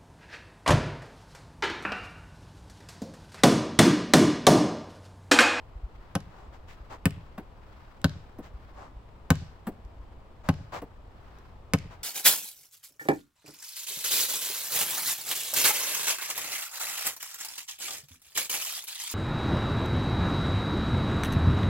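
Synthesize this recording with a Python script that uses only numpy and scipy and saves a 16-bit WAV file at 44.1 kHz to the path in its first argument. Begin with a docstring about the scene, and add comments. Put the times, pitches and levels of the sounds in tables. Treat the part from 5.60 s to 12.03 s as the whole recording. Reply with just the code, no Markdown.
"""On a fenced outdoor court of sanded turf, a light breeze stirs the trees and nudges the microphone.
A sleeve rustles as an arm lifts a netball and throws it one-handed at a block wall. The skin cracks,
trapped air slaps out and the squashed ball thumps; the ground and fences echo it and a thin hiss fades.
Shoes scuff, the arms reach for the rebound, and from the second throw on a soft catch may follow.
The ball hits the wall six times, about a second apart, and four catches are heard."""
import sys
import numpy as np
from scipy import signal
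from scipy.fft import rfft, irfft, next_fast_len
from scipy.io import wavfile

SR = 44100
rng = np.random.default_rng(int(sys.argv[2]) if len(sys.argv) > 2 else 0)


def transcribe(signal):
    """Save signal, clipped to [-1, 1], as a 16-bit WAV file at the path in sys.argv[1]."""
    frames = np.atleast_2d(signal).T
    limited = np.clip(frames, -1, 1)
    pcm = np.round(limited * 32767).astype(np.int16)
    wavfile.write(sys.argv[1], SR, pcm)


N = 283563

# Each hit on the wall. A fade time (t60) is how long a sound takes to drop by 60 dB.
# (time [s], thump level [dB], thump pitch [ratio], slap level [dB], slap pitch [Hz], slap fade time [s],
#  crack level [dB], crack pitch [Hz], knock pitch [Hz], hiss level [dB])
THROWS = [(0.5527, -22.5, 1.09, -14, 1440, 0.0018, -24, 6650, 502, -81),
          (1.4557, -15.5, 1.04, -12, 2405, 0.0024, -20, 8200, 308, -75.5),
          (2.4435, -15, 1.006, -15.5, 1500, 0.013, -21, 4400, 590, -65),
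          (3.7039, -12, 0.98, -8, 1736, 0.0019, -16, 5700, 478.4, -59),
          (4.888, -15, 1.012, -12, 1230, 0.0035, -30, 8500, 608, -66),
          (6.1356, -16, 1.038, -10, 2300, 0.0021, -19.5, 6500, 456, -66.5)]
CUTOFF_HZ = 16300   # top of the treble
AGE = np.arange(SR // 7) / SR   # seconds since a contact
SIZE = next_fast_len(N + SR)   # padded length for working with spectra
HZ = np.fft.rfftfreq(SIZE, 1 / SR) + 1e-6


def from_db(db):
    """Turn decibels into a factor to multiply by."""
    return 10 ** (np.asarray(db) / 20)


def rms_one(x):
    """Scale a signal to an average strength (rms) of 1."""
    return x / np.sqrt(np.mean(x ** 2) + 1e-20)


def at_hz(table, hz):
    """Read between the rows of a (frequency, value) table, with octaves evenly spaced."""
    table = np.array(table)
    return np.interp(np.log(hz), np.log(table[:, 0]), table[:, 1])


def band(x, low_hz, high_hz, order=2):
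    """Keep the sound between two frequencies; a higher order cuts more sharply."""
    edges = np.clip([low_hz, high_hz], 10, .45 * SR)
    return signal.sosfilt(signal.butter(order, edges, "band", fs=SR, output="sos"), x + 1e-18)


def add(track, s, sound):
    """Mix a sound in from time s."""
    start = max(round(s * SR), 0)
    track[start:start + len(sound)] += sound[:len(track) - start]


def swell(peak_s):
    """A level that rises smoothly to 1 at peak_s and dies away."""
    return (AGE / peak_s * np.exp(1 - AGE / peak_s)) ** 2


def ring(hz, t60):
    """A pure tone that dies away."""
    return np.sin(2 * np.pi * hz * AGE) * from_db(-60 * AGE / t60)


def burst(low_hz, high_hz, peak_s):
    """A brief spray of tiny contacts."""
    contacts = rng.choice([-1, 1], len(AGE)) * swell(peak_s)
    return band(contacts, low_hz, high_hz, order=1) * np.sqrt(SR / 2 / (high_hz - low_hz))


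def stereo_spectra(size):
    """Spectra of white noise at the microphone's two openings, less alike towards the treble."""
    # How alike left and right are: (frequency [Hz], likeness [0 to 1])
    likeness = [(30, 0.9), (150, 0.9), (500, 0.61), (1200, 0.13), (3000, 0.17), (16000, 0.094)]
    alike = np.clip(at_hz(likeness, np.fft.rfftfreq(size, 1 / SR) + 1e-6), 0, 1)
    mid, side = rfft(rng.standard_normal((2, size)))
    return np.sqrt((1 + alike) / 2) * mid + np.sqrt((1 - alike) / 2) * side * [[1], [-1]]


def shaped_noise(spectrum):
    """Steady stereo noise of strength 1, with the tone colour that a table gives."""
    return rms_one(irfft(stereo_spectra(SIZE) * from_db(at_hz(spectrum, HZ)), SIZE)[:, :N])


def reflections(x, table, build_s):
    """A sound's countless small reflections, which build up and die away band by band."""
    t, noise, response = np.arange(SR) / SR, stereo_spectra(SR), 0
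    centres = np.log([row[0] for row in table])
    for (_, db, t60), this_band in zip(table, np.eye(len(table))):
        share = np.interp(np.log(np.arange(noise.shape[1]) + 1), centres, this_band)
        fade = from_db(-60 * np.minimum(t / t60, 10)) * (1 - np.exp(-t / build_s)) ** 2
        response = response + from_db(db) * irfft(noise * share, SR) * fade / np.linalg.norm(fade)
    return signal.fftconvolve(x[None], response, axes=1)[:, :N]


def breeze(air_db=-50.5, puff_hz=49.8, puff_rise_s=.012):
    """Steady outdoor air, with single puffs that each rock the microphone in the same way."""
    # Distant air and trees: (frequency [Hz], relative level [dB])
    air_colour = [(25, 0), (55, 1), (100, -3.5), (160, -13), (300, -16.5), (600, -18), (1000, -19.5),
                  (1600, -32.5), (3000, -36.5), (6000, -50), (10000, -52.5), (16000, -56.5)]
    # Puffs of air on the microphone: (time [s], level [dB])
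    puffs = [(0.153, -34), (0.232, -27.5), (.878, -37.5), (1.203, -37), (2.939, -32), (3.362, -37),
             (4.245, -36.5), (4.389, -36.5)]
    rocking = np.zeros(N)
    for s, db in puffs:
        add(rocking, s, from_db(db) * swell(puff_rise_s) * np.sin(2 * np.pi * puff_hz * AGE))
    return rocking + from_db(air_db) * shaped_noise(air_colour)


def court(x, ground_echo, left_lag_samples=2, split_hz=1700, smear_hz=450):
    """The sound and its echoes arrive on the right first; scatter and a fading tail surround them."""
    # Echoes off the fences: (delay [s], level [dB], low edge [Hz], high edge [Hz])
    fence_echoes = [(0.0361, -22.5, 40, 147.6), (0.051, -21, 40, 170.3), (0.0512, -19, 3120, 7700),
                    (.109, -27.5, 49.6, 500)]
    # Scatter off nearby things: (frequency [Hz], level [dB], fade time [s])
    scatter_bands = [(49.5, -26.5, .1), (113.1, -29.5, .08), (250, -22, .05), (600, -14, 0.15),
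                     (1199, -9, .05), (3040, -7, 0.043), (7020, -16, 0.065), (16000, -10.5, .06)]
    # The lingering tail of the court: (frequency [Hz], level [dB], fade time [s])
    tail_bands = [(50.2, -10, 1), (101.2, -13.5, .55), (188, -28.5, 0.15), (380, -29.5, 0.56),
                  (1003, -27.5, 0.42), (2500, -16.5, 0.52), (6000, -22.5, 0.31), (9960, -29.5, 0.32),
                  (15640, -30, .3)]
    early = x + ground_echo
    for lag, db, low_hz, high_hz in fence_echoes:
        add(early, lag, from_db(db) * band(x, low_hz, high_hz, order=1))
    scatter = reflections(x, scatter_bands, build_s=0.0039)
    tail = reflections(x, tail_bands, build_s=0.017)
    # the tail gathers sound sent out in all directions, so its treble blurs into a wash without pitch
    wander_hz = smear_hz * rms_one(band(rng.standard_normal(N), 40, 300))
    blur = np.sqrt(2) * np.cos(2 * np.pi * np.cumsum(wander_hz) / SR)
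    tail = band(tail, 12, split_hz) + blur * band(tail, split_hz, CUTOFF_HZ)
    return np.array([np.roll(early, left_lag_samples), early]) + scatter + tail


def leaves_and_sleeves(leaves_db=-69, leaves_db_per_s=-0.59, flutter_db=2.0,
                       reach_lag_s=.2, reach_s=0.3, reach_db=-66):
    """Leaves whisper in the easing breeze; sleeves swish as arms lift the ball and reach for it."""
    # A sleeve as the arm lifts the ball: (middle time [s], length [s], level [dB])
    lifts = [(0.493, 0.47, -65), (1.223, 0.33, -65), (2.2, 0.58, -63), (3.07, .4, -65), (5.74, 0.57, -63)]
    reaches = [(throw[0] + reach_lag_s, reach_s, reach_db) for throw in THROWS]
    t = np.arange(N) / SR
    power = from_db(leaves_db + leaves_db_per_s * t) ** 2
    for s, length, db in lifts + reaches:
        arm_speed = np.cos(np.pi * np.clip((t - s) / length, -.5, .5))
        power = power + (from_db(db) * arm_speed) ** 2
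    # The rustle of cloth and leaves: (frequency [Hz], relative level [dB])
    rustle_colour = [(150, -24), (500, 0), (1200, 7.5), (2500, -4.5), (5000, -13), (8000, -26),
                     (16000, -23)]
    flutter = rms_one(band(rng.standard_normal(N), 5.9, 40))
    return np.sqrt(power) * from_db(flutter_db * flutter) * shaped_noise(rustle_colour)


def ticks():
    """Faint dry ticks between the hits."""
    # Small ticks: (time [s], level [dB])
    small_ticks = [(2.416, -51), (4.2498, -62), (5.7863, -58)]
    out = np.zeros(N)
    for s, db in small_ticks:
        add(out, s, from_db(db) * burst(3000, 8100, 0.0007))
    return out


def shoe_scuffs(grain_db=1.5, pan_db=0.5):
    """A sole bites quickly and slides to rest, just left of centre; the sand grips unevenly."""
    # Shoes sliding on sanded turf: (time [s], length [s], scrape level [dB], sand hiss level [dB])
    slides = [(0.7, 0.26, -56.5, -75), (0.92, 0.074, -55.5, -64), (1.072, 0.1, -59.5, -56.5),
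              (1.296, 0.087, -44.5, -56.5), (2.822, 0.086, -57, -59.5), (3.153, 0.17, -49, -83),
              (4.511, 0.035, -65, -82), (4.833, 0.11, -50.5, -62), (5.118, 0.1, -39.5, -48.5),
              (6.299, 0.078, -52.5, -60.5)]
    # The gritty scrape of the sole: (frequency [Hz], relative level [dB])
    sole_colour = [(150, -8.5), (400, -3.5), (650, 1.5), (1050, 1.5), (1600, -9), (3000, -21), (7000, -29),
                   (16000, -45)]
    # The hiss of the sand: (frequency [Hz], relative level [dB])
    sand_colour = [(500, -11), (1800, 6), (4000, -5.5), (7000, -11.5), (10000, -20.5), (16000, -16)]
    scrape_level, hiss_level = np.zeros(N), np.zeros(N)
    for s, length, scrape_db, hiss_db in slides:
        progress = np.linspace(0, 1, int(length * SR), endpoint=False)
        slide = np.sin(np.pi * progress ** 0.63) ** 1.37
        add(scrape_level, s, from_db(scrape_db) * slide)
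        add(hiss_level, s, from_db(hiss_db) * slide)
    grip = from_db(grain_db * rms_one(band(rng.standard_normal(N), 33, 350)))
    scrape = scrape_level * shaped_noise(sole_colour) * from_db([[pan_db], [-pan_db]])
    return grip * (scrape + hiss_level * shaped_noise(sand_colour))


def catches(second_touch_s=.0042, padding_db=-5, clasp_s=0.017, clasp_db=-11):
    """The hand meets the ball and deadens it at once; then the other fingers close, more softly."""
    # The ball landing in a hand:
    # (time [s], thud level [dB], thud pitch [Hz], palm slap level [dB], finger tick level [dB])
    landings = [(1.776, -35.5, 206, -41.5, -49), (2.782, -36.5, 292, -56, -51.5),
                (4.0663, -29, 223, -40, -38.5), (5.215, -35.5, 293, -47.5, -49)]
    out = np.zeros(N)
    for s, thud_db, hz, palm_db, tick_db in landings:
        for lag, touch_db in ((0, 0), (clasp_s, clasp_db)):
            flex = swell(0.0058) * np.sin(2 * np.pi * hz * AGE)
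            padding = from_db(padding_db) * band(burst(180, 390, 0.0092), 137, 890)
            palm = from_db(palm_db) * band(burst(540, 980, 0.0059), 150, 2200, order=1)
            click = burst(2000, 35000, 0.00046)
            fizz = from_db(-7.5) * band(burst(9900, 19600, 0.005), 8100, 19000)
            tick = from_db(tick_db) * (click + fizz)
            touch = palm + from_db(-14.0) * tick
            add(touch, second_touch_s, from_db(thud_db) * (flex + padding) + tick)
            add(out, s + lag, from_db(touch_db) * touch)
    return out


def after_hiss(peak_s=0.071, low_hz=2630, high_hz=5800):
    """A thin hiss swells and fades after each wall hit, strongest after the hardest one."""
    level, progress = np.zeros(N), np.arange(SR) / SR / peak_s
    for s, *_, hiss_db in THROWS:
        add(level, s, from_db(hiss_db) * (progress * np.exp(1 - progress)) ** 2)
    return level * rms_one(band(rng.standard_normal((2, N)), low_hz, high_hz))


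def wall_hits(graze_db=-2, crack_width=1.83, snap_db=14, snap_cycles=4,
              slap_lag_s=0.00037, buckle_db=-20, crumple_db=-21,
              knock_db=-11.5, knock_follows=0.7, knock_t60=0.041, ground_db=-9.0, ground_lag_s=.0039):
    """The skin cracks on the wall, trapped air slaps out, the ball flexes and rings; the turf echoes."""
    # Flexing of the squashed ball: (pitch [Hz], level [dB], time to full swing [s], direction [+1 or -1])
    flexes = [(95.8, -3, 0.011, 1), (160.9, 1.5, 0.0087, 1), (259.3, -9.5, 0.0089, -1),
              (382, -21, 0.012, -1)]
    # Air ringing inside the ball: (pitch [Hz], level [dB], fade time [s])
    air_notes = [(1074, -25.5, 0.065), (1271, -29.5, 0.054), (1530, -29.5, 0.047), (2273, -38, 0.092),
                 (3000, -42, 0.16)]
    direct, ground_echo = np.zeros(N), np.zeros(N)
    for s, thump_db, pitch, slap_db, slap_hz, slap_t60, crack_db, crack_hz, knock_hz, _ in THROWS:
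        thump = sum(np.sign(way) * from_db(db) * swell(peak_s) * np.sin(2 * np.pi * hz * pitch * AGE)
                    for hz, db, peak_s, way in flexes)
        # the panel that lands has a note of its own, louder with a louder thump
        knock = -from_db(knock_db + knock_follows * thump_db) * ring(knock_hz, knock_t60)
        inner_air = sum(from_db(db + rng.normal(0, 1.1)) * ring(hz, t60) for hz, db, t60 in air_notes)
        # the flattening patch keeps buckling, ever lower, while it spreads
        buckle = from_db(buckle_db) * burst(1200, 2900, 0.0022)
        crumple = from_db(crumple_db) * band(burst(372, 830, 0.007), 280, 1200)
        slap = ring(slap_hz, slap_t60) + buckle + crumple
        # the skin grazes the grain of the wall first, then snaps flat
        graze = burst(crack_hz / crack_width, crack_hz * crack_width, 0.00042)
        snap = from_db(crack_db + snap_db) * ring(crack_hz, snap_cycles / crack_hz)
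        hit = from_db(thump_db) * thump + knock + from_db(crack_db + graze_db) * graze
        add(hit, slap_lag_s, from_db(slap_db) * (slap + inner_air) + snap)
        add(direct, s, hit)
        dulled_by_turf = band(hit, 8.1, 10000, order=1)
        add(ground_echo, s + ground_lag_s, from_db(ground_db) * dulled_by_turf)
    return direct, ground_echo


def scene():
    """Ball, hands and feet in the court, over the outdoor air."""
    hits, ground_echo = wall_hits()
    play = court(hits + catches() + ticks(), ground_echo)
    return play + shoe_scuffs() + leaves_and_sleeves() + breeze() + after_hiss()


def record(dry, left_db=2.0, right_db=1.3, left_lift_db=-10, right_lift_db=-6,
           shared_hz=7600, left_lag_s=.00026):
    """The microphone lifts the middle on the left and the lower treble on the right."""
    left = dry[0] + from_db(left_lift_db) * band(dry[0], 810, 2600, order=1)
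    right = dry[1] + from_db(right_lift_db) * band(dry[1], 3570, 6800, order=1)
    left = rfft(from_db(left_db) * left, SIZE)
    right = rfft(from_db(right_db) * right, SIZE)
    # above shared_hz the left side carries the right side's sound, slightly late
    shared = 1 / (1 + (shared_hz / np.maximum(HZ, 20)) ** 20)
    delay = np.exp(-2j * np.pi * HZ * left_lag_s)
    left = np.sqrt(1 - shared) * left + np.sqrt(shared) * delay * right
    stereo = irfft(np.array([left, right]), SIZE)[:, :N]
    treble_cut = signal.ellip(10, .3, 80, CUTOFF_HZ, fs=SR, output="sos")
    return signal.sosfilt(treble_cut, stereo)


dry = scene()
out = record(dry)
transcribe(out)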